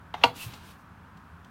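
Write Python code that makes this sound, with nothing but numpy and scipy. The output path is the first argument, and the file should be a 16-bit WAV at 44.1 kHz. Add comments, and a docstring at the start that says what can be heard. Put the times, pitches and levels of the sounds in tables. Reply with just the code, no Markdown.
"""A small refrigerator is opened close by, in a cramped camper filled with a ventilation hum.
First the handle clicks and rubs as it is pulled. Then the latch lets go with a clunk that makes
the door ring, and low notes swell in the cabinet. The door swings away with a soft sliding whoosh
and a low bump. Last come a few faint ticks as the door moves, while the hum carries on."""
import sys
import numpy as np
from scipy import signal
from scipy.fft import rfft, irfft
from scipy.io import wavfile
from scipy.ndimage import uniform_filter1d

SR = 44100
rng = np.random.default_rng(int(sys.argv[2]) if len(sys.argv) > 2 else 0)


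def transcribe(u):
    """Save the signal u as a 16-bit wav file named by the first command-line argument.

    u: samples, shape (n,) or (channels, n), limited to [-1, 1]; the rate is SR.
    q: integer samples, one column per channel.
    """
    v = np.clip(np.atleast_2d(u).T, -1, 1)
    q = np.round(v * 32767).astype(np.int16)
    wavfile.write(sys.argv[1], SR, q)


N = 66150
T = np.arange(N) / SR


def amp(db):
    """Turns decibels (dB) into a number to multiply a sound by."""
    return 10 ** (np.asarray(db) / 20)


def value_at(points, hz):
    """Reads between rows of (frequency, value), with octaves evenly spaced."""
    row_hz, values = np.transpose(points)
    return np.interp(np.log(hz + 1), np.log(row_hz), values)


def loudness(points):
    """Loudness over time from rows of (seconds, dB), silent before and after."""
    seconds, db = np.transpose(points)
    return amp(np.interp(T, seconds, db, left=-120, right=-120))


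def noise(tone):
    """Noise of a standard strength; the tone table sets only the balance of low and high."""
    gains = amp(value_at(tone, np.fft.rfftfreq(N, 1 / SR)))
    shaped = irfft(rfft(rng.standard_normal(N)) * gains, N)
    return shaped / shaped.std()


def struck(start, rise_s, fade_s):
    """Loudness of a blow: it rises quickly, then falls by 60 dB over the fade time."""
    age = np.maximum(T - start, 0)
    return (1 - np.exp(-age / rise_s)) * np.exp(-np.log(1000) * age / fade_s)


def ring(start, notes, rise_s, rise_cycles=0):
    """A struck part's fading notes, every other one flipped; rise_cycles slows the low ones most."""
    return sum((-1) ** k * amp(db) * struck(start, rise_s + rise_cycles / hz, fade_s)
               * np.sin(2 * np.pi * hz * (T - start)) for k, (hz, db, fade_s) in enumerate(notes))


def crack(start, tone, fade_s):
    """Hard plastic rings so densely and briefly that it sounds like a burst of noise."""
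    return struck(start, rise_s=.0004, fade_s=fade_s) * noise(tone)


def ventilation():
    """Steady moving air with a weak, wavering drone."""
    # Each row: frequency in Hz, relative level in dB.
    air_tone = [(20, -29.5), (45, -12.5), (85, 3.5), (130, -9), (170, -2.5), (240, -9), (350, -20),
                (600, -20.5), (1020, -12), (1550, -14), (2000, -25), (2700, -29), (4000, -37.5),
                (7500, -45), (16000, -47)]
    waver = uniform_filter1d(rng.standard_normal(N), size=4000)
    drone_hz = 167.6 * (1 + .011 * waver / waver.std())
    drone = np.sin(2 * np.pi * np.cumsum(drone_hz) / SR)
    return amp(-50.5) * noise(air_tone) + amp(-64) * drone


def room_echo(sound):
    """Sound bounces around the cramped camper, each frequency dying away at its own speed."""
    # Each row: frequency in Hz, the echo's fade time in seconds.
    fade_times = [(120, 0.47), (500, 0.22), (1200, 0.18), (3000, 0.18), (8000, .18), (16000, 0.37)]
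    # Each row: frequency in Hz, the echo's level in dB.
    echo_tone = [(120, -5.5), (300, -11), (500, -8), (850, -10.5), (1400, -10), (2200, -9.5), (2800, -20.5),
                 (3600, -8), (5000, -12), (7000, -6.5), (14000, -3.5)]
    hz, t, bands = signal.stft(rng.standard_normal(SR // 2), SR, nperseg=256)
    fade_s = value_at(fade_times, hz)[:, None]
    bands = bands * amp(value_at(echo_tone, hz))[:, None] * np.exp(-np.log(1000) * t / fade_s)
    bands *= np.sqrt(2 * np.log(1000) / (fade_s * SR))  # a longer fade adds no energy
    echo = signal.istft(bands, SR, nperseg=256)[1]
    echo *= np.clip(np.arange(len(echo)) / SR / .004 - .5, 0, 1)  # comes in from 2 to 6 ms
    return signal.fftconvolve(sound, echo)[:N]


def door_ticks():
    """The moving door gives a few faint ticks, each a tiny burst of noise."""
    # Each row: start in seconds, level in dB, rise time and fade time in seconds.
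    ticks = [(.520, -50, .002, .04), (0.535, -38.5, 0.0021, 0.048), (1.171, -51, 0.0016, 0.036),
             (1.446, -48.5, 0.0011, 0.027)]
    # Each row: frequency in Hz, relative level in dB.
    tick_tone = [(400, -19), (900, 14), (1600, -9), (2800, 5), (4500, 2), (7500, -5.5), (10000, -16.5),
                 (16000, -10)]
    return sum(amp(db) * struck(start, rise_s, fade_s) * noise(tick_tone)
               for start, db, rise_s, fade_s in ticks)


def cabinet():
    """The cabinet swells with low notes after the clunk, then is softly bumped as the door swings."""
    # Each row: start in seconds, level in dB, rise time in seconds.
    swell_and_bump = [(.250, 3, 0.02414), (.459, -1.5, 0.0029)]
    # Each row: frequency in Hz, relative level in dB, fade time in seconds.
    cabinet_notes = [(86, -40, 0.204), (116.6, -29.5, 0.16), (160, -45.5, 0.36)]
    return sum(amp(db) * ring(start, cabinet_notes, rise_s) for start, db, rise_s in swell_and_bump)


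def door_swing():
    """The door slides away with a bright whoosh, duller brushing and a fuzzy whistle at full speed."""
    # Each row: time in seconds, level in dB.
    whoosh_levels = [(.33, -75), (.365, -47.5), (.39, -53), (.42, -44.5), (.445, -44.5), (.49, -62),
                     (.55, -58.5), (.6, -68), (.66, -59.5), (.715, -58), (.76, -77), (.81, -70.5),
                     (.88, -98)]
    brush_levels = [(.33, -60), (.37, -48.5), (.47, -50.5), (.55, -52), (.6, -56.5), (.71, -57), (.77, -67)]
    # Each row: frequency in Hz, relative level in dB.
    whoosh_tone = [(300, -19.5), (1000, -2.5), (1900, 0.5), (3600, 1.5), (5000, -1), (8000, -3),
                   (14000, -4), (16000, -11)]
    brush_tone = [(150, 0), (300, 5), (580, -7), (950, 0.5), (1500, -5.5), (1900, -8.5), (2600, -1),
                  (4000, -5.5), (6000, -14.5), (16000, -36)]
    whistle_tone = [(2200, -34), (2620, 9), (3000, 1), (3600, -13.5)]
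    peak_s, width_s = .416, .036
    whistle = amp(-42) * np.exp(-((T - peak_s) / width_s) ** 2) * noise(whistle_tone)
    whoosh = loudness(whoosh_levels) * noise(whoosh_tone)
    brushing = loudness(brush_levels) * noise(brush_tone)
    return whoosh + whistle + brushing


def handle():
    """The handle clicks and rubs as it takes up the pull."""
    # Each row: start in seconds, level in dB, the crack's level in dB on top of that.
    clicks = [(.1403, 3.5, -35.5), (.2140, -24, -18.5), (.2255, -18.5, -36)]
    # Each row: frequency in Hz, relative level in dB, fade time in seconds.
    handle_notes = [(280, -52, .08), (640, -37, .04), (730, -35, .09), (850, -30, .05), (1000, -33, .04),
                    (1150, -38, .04), (1600, -41, .025), (2070, -34, .018), (2900, -35, .02),
                    (3280, -36, .02)]
    # Each row: time in seconds, level in dB.
    rub_levels = [(.15, -58.5), (.18, -47.5), (.205, -52), (.236, -40.5), (.25, -75)]
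    # Each row: frequency in Hz, relative level in dB.
    rub_tone = [(200, -6), (500, -2.5), (1000, 3), (2000, -11.5), (3600, -8.5), (4700, -21.5),
                (5700, -18.5), (7500, -30), (16000, -33)]
    crack_tone = [(200, -13), (900, 5.5), (1700, -4), (3700, -5), (5000, -20.5), (6400, -22), (7500, -30.5),
                  (16000, -35.5)]
    clicking = np.zeros(N)
    for start, db, crack_db in clicks:
        ringing = ring(start, handle_notes, rise_s=.001)
        cracking = amp(crack_db) * crack(start, crack_tone, fade_s=.06)
        clicking += amp(db) * (ringing + cracking)
    return clicking + loudness(rub_levels) * noise(rub_tone)


def latch():
    """The plastic catch slips, snaps free and rebounds more dully, making the door ring."""
    # Each row: start in seconds, level in dB, brightness in dB per octave.
    snaps = [(.2356, -21, 3), (.2371, 0, 0), (.2660, -20, -6)]
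    # Each row: frequency in Hz, relative level in dB, fade time in seconds.
    door_notes = [(258, -24, .13), (478, -19, .1), (492, -40, .35), (672, -17, .085), (780, -12, .07),
                  (895, -16, .08), (957, -10, .095), (1160, -17, .07), (1405, -18, .05), (1490, -28, .1),
                  (2150, -17, .022), (2400, -24, .065), (2600, -28, .06), (2810, -6, .03),
                  (3060, -19, .045), (3220, -24, .045), (3990, -26, .05)]
    # Each row: frequency in Hz, relative level in dB.
    crack_tone = [(100, -30), (330, -2), (550, -3), (800, -4.5), (1800, -9), (2300, -3), (3100, -1.5),
                  (4700, -6.5), (6200, -18.5), (9000, -28), (16000, -35.5)]
    clunk = np.zeros(N)
    for start, snap_db, brightness in snaps:
        notes = [(hz, db + brightness * np.log2(hz / 1000), fade_s) for hz, db, fade_s in door_notes]
        ringing = amp(.5) * ring(start, notes, rise_s=.00089, rise_cycles=.57)
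        cracking = amp(-13 + brightness) * crack(start, crack_tone, fade_s=.043)
        clunk += amp(snap_db) * (ringing + cracking)
    bass_cut = signal.butter(2, 170, "high", fs=SR, output="sos")  # cuts the deep bass from the clunk
    return signal.sosfilt(bass_cut, clunk)


def scene():
    """The door's sounds, their echo and the ventilation hum, in one channel."""
    door = handle() + latch() + door_swing() + cabinet() + door_ticks()
    return (door + room_echo(door) + ventilation())[None]


def record(dry):
    """Rounds off the loudest peaks and removes the very highest treble."""
    ceiling_db, top_hz = -1, 16150
    rounded = dry / (1 + (dry / amp(ceiling_db)) ** 4) ** .25
    treble_cut = signal.firwin(1023, top_hz, window=("kaiser", 9), fs=SR)
    return signal.oaconvolve(rounded, treble_cut[None], "same")


dry = scene()
out = record(dry)
transcribe(out)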